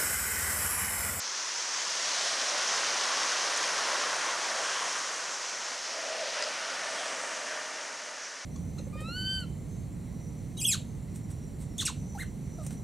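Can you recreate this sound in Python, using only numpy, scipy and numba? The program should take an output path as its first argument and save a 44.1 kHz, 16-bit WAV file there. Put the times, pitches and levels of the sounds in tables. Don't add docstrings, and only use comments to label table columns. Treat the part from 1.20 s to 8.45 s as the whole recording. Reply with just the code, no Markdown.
import sys
import numpy as np
from scipy import signal
from scipy.fft import rfft, irfft, next_fast_len
from scipy.io import wavfile
from scipy.ndimage import uniform_filter1d, map_coordinates
from numba import njit

SR = 44100
rng = np.random.default_rng(int(sys.argv[2]) if len(sys.argv) > 2 else 0)


def int16_out(signal):
    q = np.round(np.clip(np.atleast_2d(signal).T, -1, 1) * 32767)
    wavfile.write(sys.argv[1], SR, q.astype(np.int16))


N = 319725
T = np.arange(N) / SR


def undb(db):
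    return 10 ** (np.asarray(db) / 20)


def unit(x):
    return x / np.sqrt(np.mean(x ** 2))


def colour(x, points):
    hz, db = np.transpose(points)
    size = next_fast_len(N)
    f = np.maximum(np.fft.rfftfreq(size, 1 / SR), 1)
    inside = undb(np.interp(np.log(f), np.log(hz), db))
    beyond = np.minimum(f / hz[0], 1) * np.minimum(hz[-1] / f, 1)
    spectrum = rfft(x, size) * inside * beyond ** 2
    return unit(irfft(spectrum, size)[:N])


@njit
def svf(x, hz, width):
    y, band, low = np.empty(len(x)), 0., 0.
    for i in range(len(x)):
        g = np.tan(np.pi * hz[i] / SR)
        damping = width[i] / hz[i]
        v = (band + g * (x[i] - low)) / (1 + g * (g + damping))
        band, low = 2 * v - band, low + 2 * g * v
        y[i] = damping * v
    return y


def ring(x, hz, width):
    each_width = width / np.sqrt(np.sqrt(2) - 1)
    hz, each_width = np.ones(len(x)) * hz, np.ones(len(x)) * each_width
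    once = svf(x + 1e-18, hz, each_width)
    return unit(svf(once, hz, each_width))


def walk(rate):
    hold = int(SR / rate)
    steps = np.repeat(rng.standard_normal(N // hold + 1), hold)
    slewed = uniform_filter1d(uniform_filter1d(steps, hold), hold)
    return unit(slewed[:N])


def road_grain(rate, spread_db):
    struck = rng.random(N) < rate / SR
    force = rng.standard_normal(N) * undb(spread_db * rng.standard_normal(N))
    return unit(struck * force)


def swell(s, length):
    return np.exp(-2 * ((T - s) / length) ** 2)


FALLOFF = 2.1


def passing(s, coming_s, leaving_s):
    away = (T - s) / np.where(T < s, coming_s, leaving_s)
    return (1 + away ** 2 / FALLOFF) ** -FALLOFF


HANDOVER_S, HANDOVER_LENGTH_S = 4.61, 0.49


def handover(group, last):
    share = np.clip(.5 + (T - HANDOVER_S) / HANDOVER_LENGTH_S, 0, 1)
    return np.sqrt(1 - share) * group + np.sqrt(share) * last


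BANK_HZ, BANK_WIDTH_HZ, BANK_LOSS = 640, 480, 0.37
BANK_CLEAR_S, BANK_FADE_S = 1, 0.25


def behind_bank(x):
    hidden = 1 / (1 + np.exp((T - BANK_CLEAR_S) / BANK_FADE_S))
    absorbed = svf(x, np.ones(N) * BANK_HZ, np.ones(N) * BANK_WIDTH_HZ)
    return x - BANK_LOSS * hidden * absorbed


# f/Hz, level/dB
GROUP_ROAR = [(40, -50), (95, -46), (135, -21.5), (250, -15.5), (380, -10.5), (520, -5), (700, -4),
              (850, -3.5), (980, -0.5), (1100, 0.7), (1290, -1.7), (1500, 0), (1680, -2), (1880, -1.5),
              (2400, -10.5), (4200, -18.5)]
# f/Hz, level/dB
STRAGGLER_ROAR = [(50, -60), (120, -20.5), (260, -10), (370, -7), (520, 1), (810, 0), (940, 2), (1060, 0),
                  (1250, 2), (1450, 3), (1850, 1), (2130, 0), (2330, -3), (3900, -14.5)]
STRAGGLER_ROAR_DB = -1.5


def wheels():
    group = behind_bank(colour(road_grain(rate=20000, spread_db=2.0), GROUP_ROAR))
    broad = colour(road_grain(rate=16000, spread_db=1.5), STRAGGLER_ROAR)
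    straggler = undb(STRAGGLER_ROAR_DB) * broad + wheel_rings()
    return handover(group, straggler) * undb(0.51 * walk(rate=18))


DECK_DB, DECK_HZ, DECK_WIDTH_HZ, SWELL_WIDTH_HZ = -16, 580, 250, 138
DECK_FLUTTER_DB = 0.95
# t/s, length/s, boom level/dB, resonance f/Hz
BOOM_SWELLS = [(1.25, 0.73, -42.5, 654), (2.14, 0.64, -49.5, 596), (2.742, 0.16, -41.5, 550),
               (3.385, 0.17, -41, 624), (4.507, 0.23, -54, 660), (4.946, 0.32, -40.5, 602),
               (5.212, 0.14, -40, 600), (5.85, 0.6, -44.5, 625), (6.351, 1, -51.5, 607)]


def deck(roar):
    rolling_power = (undb(DECK_DB) * roar) ** 2
    swell_powers = [(undb(db) * swell(s, length)) ** 2 for s, length, db, _ in BOOM_SWELLS]
    power = np.array([rolling_power] + swell_powers)
    total = power.sum(axis=0)
    states = np.array([(DECK_HZ, DECK_WIDTH_HZ)] + [(hz, SWELL_WIDTH_HZ) for _, _, _, hz in BOOM_SWELLS])
    hz, width = states.T @ power / total
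    boom = ring(road_grain(rate=9800, spread_db=3.0), hz, width)
    return undb(DECK_FLUTTER_DB * walk(rate=22)) * np.sqrt(total) * boom


NOTCH_HZ = (2700, 9550, 4000)


def road_bounce(x, near_s, far_s, move_s, near_strength, far_strength):
    come, gone = (1 / (1 + np.exp((s - T) / move_s)) for s in (near_s, far_s))
    near = come * (1 - gone)
    shares = (1 - come, near, come * gone)
    delay_s = sum(share / (2 * hz) for share, hz in zip(shares, NOTCH_HZ))
    strength = far_strength + (near_strength - far_strength) * near
    late = map_coordinates(x, [np.arange(N) - SR * delay_s], order=3)
    return (x + strength * late) / np.sqrt(1 + strength ** 2)


# f/Hz, level/dB
HISS = [(900, -25), (2000, -6), (2700, -5), (3200, -4), (3700, -5), (4600, -3), (5400, 0), (6100, 0.5),
        (6600, -2.5), (7300, -7.5), (8200, -14.5), (10000, -34.5)]
GROUP_BOUNCE, STRAGGLER_BOUNCE = (0.79, 2.88, 0.32, 0.0099, 0.24), (4.9, 5.8, 0.04, 0.084, 0.18)


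def treads():
    group = road_bounce(colour(road_grain(rate=27000, spread_db=1.3), HISS), *GROUP_BOUNCE)
    straggler = road_bounce(colour(road_grain(rate=27000, spread_db=1.3), HISS), *STRAGGLER_BOUNCE)
    return handover(group, straggler) * undb(0.5 * walk(rate=30))


# f/Hz, level/dB
CRACKLE = [(5500, -53), (7000, -25), (7800, -1), (8900, 4.5), (9450, -5), (10800, -6.5), (12000, -24),
           (13000, -48)]
# f/Hz, level/dB
SIDE_CRACKLE = [(5000, -44), (8300, -19), (9000, 18.5), (9500, 18.5), (10200, 9), (11000, 5), (12000, -20)]


def crackle(shared_db=-2.0, left_db=-2, right_db=-11):
    grains = [road_grain(rate=24000, spread_db=2.8) for _ in range(3)]
    shared = undb(shared_db) * colour(grains[0], CRACKLE)
    left = undb(left_db) * colour(grains[1], SIDE_CRACKLE)
    right = undb(right_db) * colour(grains[2], SIDE_CRACKLE)
    return (shared + np.array([left, right])) * undb(.5 * walk(rate=22))


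# t/s, length/s, level/dB, centre f/Hz, width f/Hz
BAND_SWELLS = [(0.282, 0.71, -52.5, 975, 110), (0.99, 0.41, -37, 4700, 3000),
               (1.536, 0.099, -35.5, 6000, 1200), (1.95, 0.21, -39.5, 1090, 220),
               (2.13, 0.035, -36, 1650, 600), (2.701, 0.049, -37, 1000, 200), (2.83, 0.036, -37, 1220, 170),
               (3.04, .14, -50, 1480, 150), (3.112, 0.09, -41, 1085, 110), (3.056, 0.024, -36, 5800, 1400),
               (3.5, 0.15, -43, 1550, 200), (3.56, 0.24, -42.5, 3040, 442), (3.552, 0.23, -42.5, 1095, 129),
               (3.765, 0.032, -38, 1490, 450), (4.133, 0.06, -44, 6750, 2200),
               (5.15, 0.67, -47.5, 2800, 800), (5.193, 0.073, -39, 1490, 1000),
               (5.15, 0.34, -42.5, 4900, 2220), (5.477, 0.17, -45, 1400, 200), (5.62, 0.13, -47, 1860, 120),
               (5.82, 0.092, -45.5, 3260, 320), (5.9, 0.51, -49, 8150, 1600),
               (6.32, 0.09, -43.5, 1720, 260), (6.594, 0.032, -45, 1798, 350), (6.739, .08, -49.5, 920, 35),
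               (7.052, 0.076, -44, 5720, 899), (7.1, 0.24, -50, 1710, 397)]


def band_swells():
    swells = np.zeros(N)
    for s, length, db, hz, width in BAND_SWELLS:
        swells += undb(db) * swell(s, length) * ring(rng.standard_normal(N), hz, width)
    return signal.sosfilt(signal.butter(4, 9000, fs=SR, output="sos"), swells)


MOAN_WANDER_HZ, MOAN_WAVER_DB = 18, 2.2
# t/s, length/s, level/dB, pitch f/Hz
MOANS = [(1.359, .04, -39.5, 590), (4.79, .14, -45.5, 647.3), (4.924, .045, -39, 643),
         (5.019, .12, -41, 642.2), (5.233, .1, -45.5, 600), (5.459, 0.078, -48.5, 645),
         (5.8, 0.222, -47, 650), (6.38, 0.41, -49, 612), (6.9, 0.11, -51, 608)]


def moan():
    power = np.array([(undb(db) * swell(s, length)) ** 2 for s, length, db, _ in MOANS]) + 1e-18
    total = power.sum(axis=0)
    pitch = np.array([hz for _, _, _, hz in MOANS]) @ power / total
    chatter_hz = pitch + MOAN_WANDER_HZ * walk(rate=150)
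    tone = np.sin(2 * np.pi * np.cumsum(chatter_hz) / SR)
    wavering = unit(tone * undb(MOAN_WAVER_DB * walk(rate=110)))
    return np.sqrt(total) * wavering


PING_HZ, PING_T60_S = 5030, .034
# t/s, peak level/dB, centre f/Hz, width f/Hz, crunch t60/s, ping level/dB
TICKS = [(2.3635, -20, 7400, 3000, .007, -60), (2.3747, -16, 8800, 3000, .003, -60),
         (2.3775, -21, 6300, 1200, .008, -60), (2.4767, -20, 6200, 3500, .004, -60),
         (5.2233, -24, 6500, 1200, .028, -60), (5.225, -16.5, 5000, 3600, .002, -27),
         (5.2245, -26, 1700, 700, .025, -60), (5.2368, -27, 5400, 2600, .04, -28),
         (5.2665, -29, 1150, 600, .04, -60)]


def ticks(snap=6):
    out, t = np.zeros(N), T[:SR // 8]
    for s, db, hz, width, t60, ping_db in TICKS:
        crunch = rng.standard_normal(len(t)) * np.exp(-np.log(1000) * t / t60)
        crack = ring(crunch + snap * (t == 0), hz, width)
        ping = np.sin(2 * np.pi * PING_HZ * t) * np.exp(-np.log(1000) * t / PING_T60_S)
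        start = int(s * SR)
        out[start:start + len(t)] += undb(db) * crack / np.abs(crack).max() + undb(ping_db) * ping
    return signal.sosfilt(signal.butter(4, 9000, fs=SR, output="sos"), out)


DOPPLER_SHARE, DOPPLER_S, DOPPLER_TURN_S = 0.02, 5.37, 0.2
# f/Hz, width f/Hz, level/dB against the roar
WHEEL_MODES = [(274, 74, -22.5), (956, 45, -17.5), (1200, 62, -13.5), (1534, 72, -14.5), (1843, 120, -9.5),
               (2350, 140, -16), (2920, 200, -15)]


def wheel_rings():
    doppler = 1 - DOPPLER_SHARE * np.tanh((T - DOPPLER_S) / DOPPLER_TURN_S)
    grain = road_grain(rate=16000, spread_db=1.0)
    return sum(undb(db) * ring(grain, hz * doppler, width) for hz, width, db in WHEEL_MODES)


HISS_SPREAD = 1.34
# loudest at t/s, coming time/s, leaving time/s (both for roar and crackle),
# wheel roar level/dB, tread hiss level/dB, fine crackle level/dB
RIDERS = [(1.38, 0.8, 1.3, -37.5, -32.5, -50), (2.77, 1.22, 0.78, -35, -38.5, -49),
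          (3.58, 0.16, 0.26, -42.5, -41.5, -50.5), (5.98, 1.23, 0.69, -38.5, -41, -53)]


def scene():
    roar_power, hiss_power, crackle_power = np.zeros((3, N))
    for s, coming, leaving, roar_db, hiss_db, crackle_db in RIDERS:
        near = passing(s, coming, leaving)
        roar_power += undb(roar_db) ** 2 * near
        hiss_power += undb(hiss_db) ** 2 * passing(s, coming * HISS_SPREAD, leaving * HISS_SPREAD)
        crackle_power += undb(crackle_db) ** 2 * near
    roar = np.sqrt(roar_power)
    rolling = roar * wheels() + behind_bank(deck(roar))
    surface = np.sqrt(hiss_power) * treads() + np.sqrt(crackle_power) * crackle()
    return rolling + surface + band_swells() + moan() + ticks()


TOP_HZ = 12200


def record(dry):
    thin = signal.sosfilt(signal.butter(3, 105, "high", fs=SR, output="sos"), dry)
    return signal.sosfilt(signal.ellip(10, .2, 70, TOP_HZ, fs=SR, output="sos"), thin)


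dry = scene()
out = record(dry)
int16_out(out)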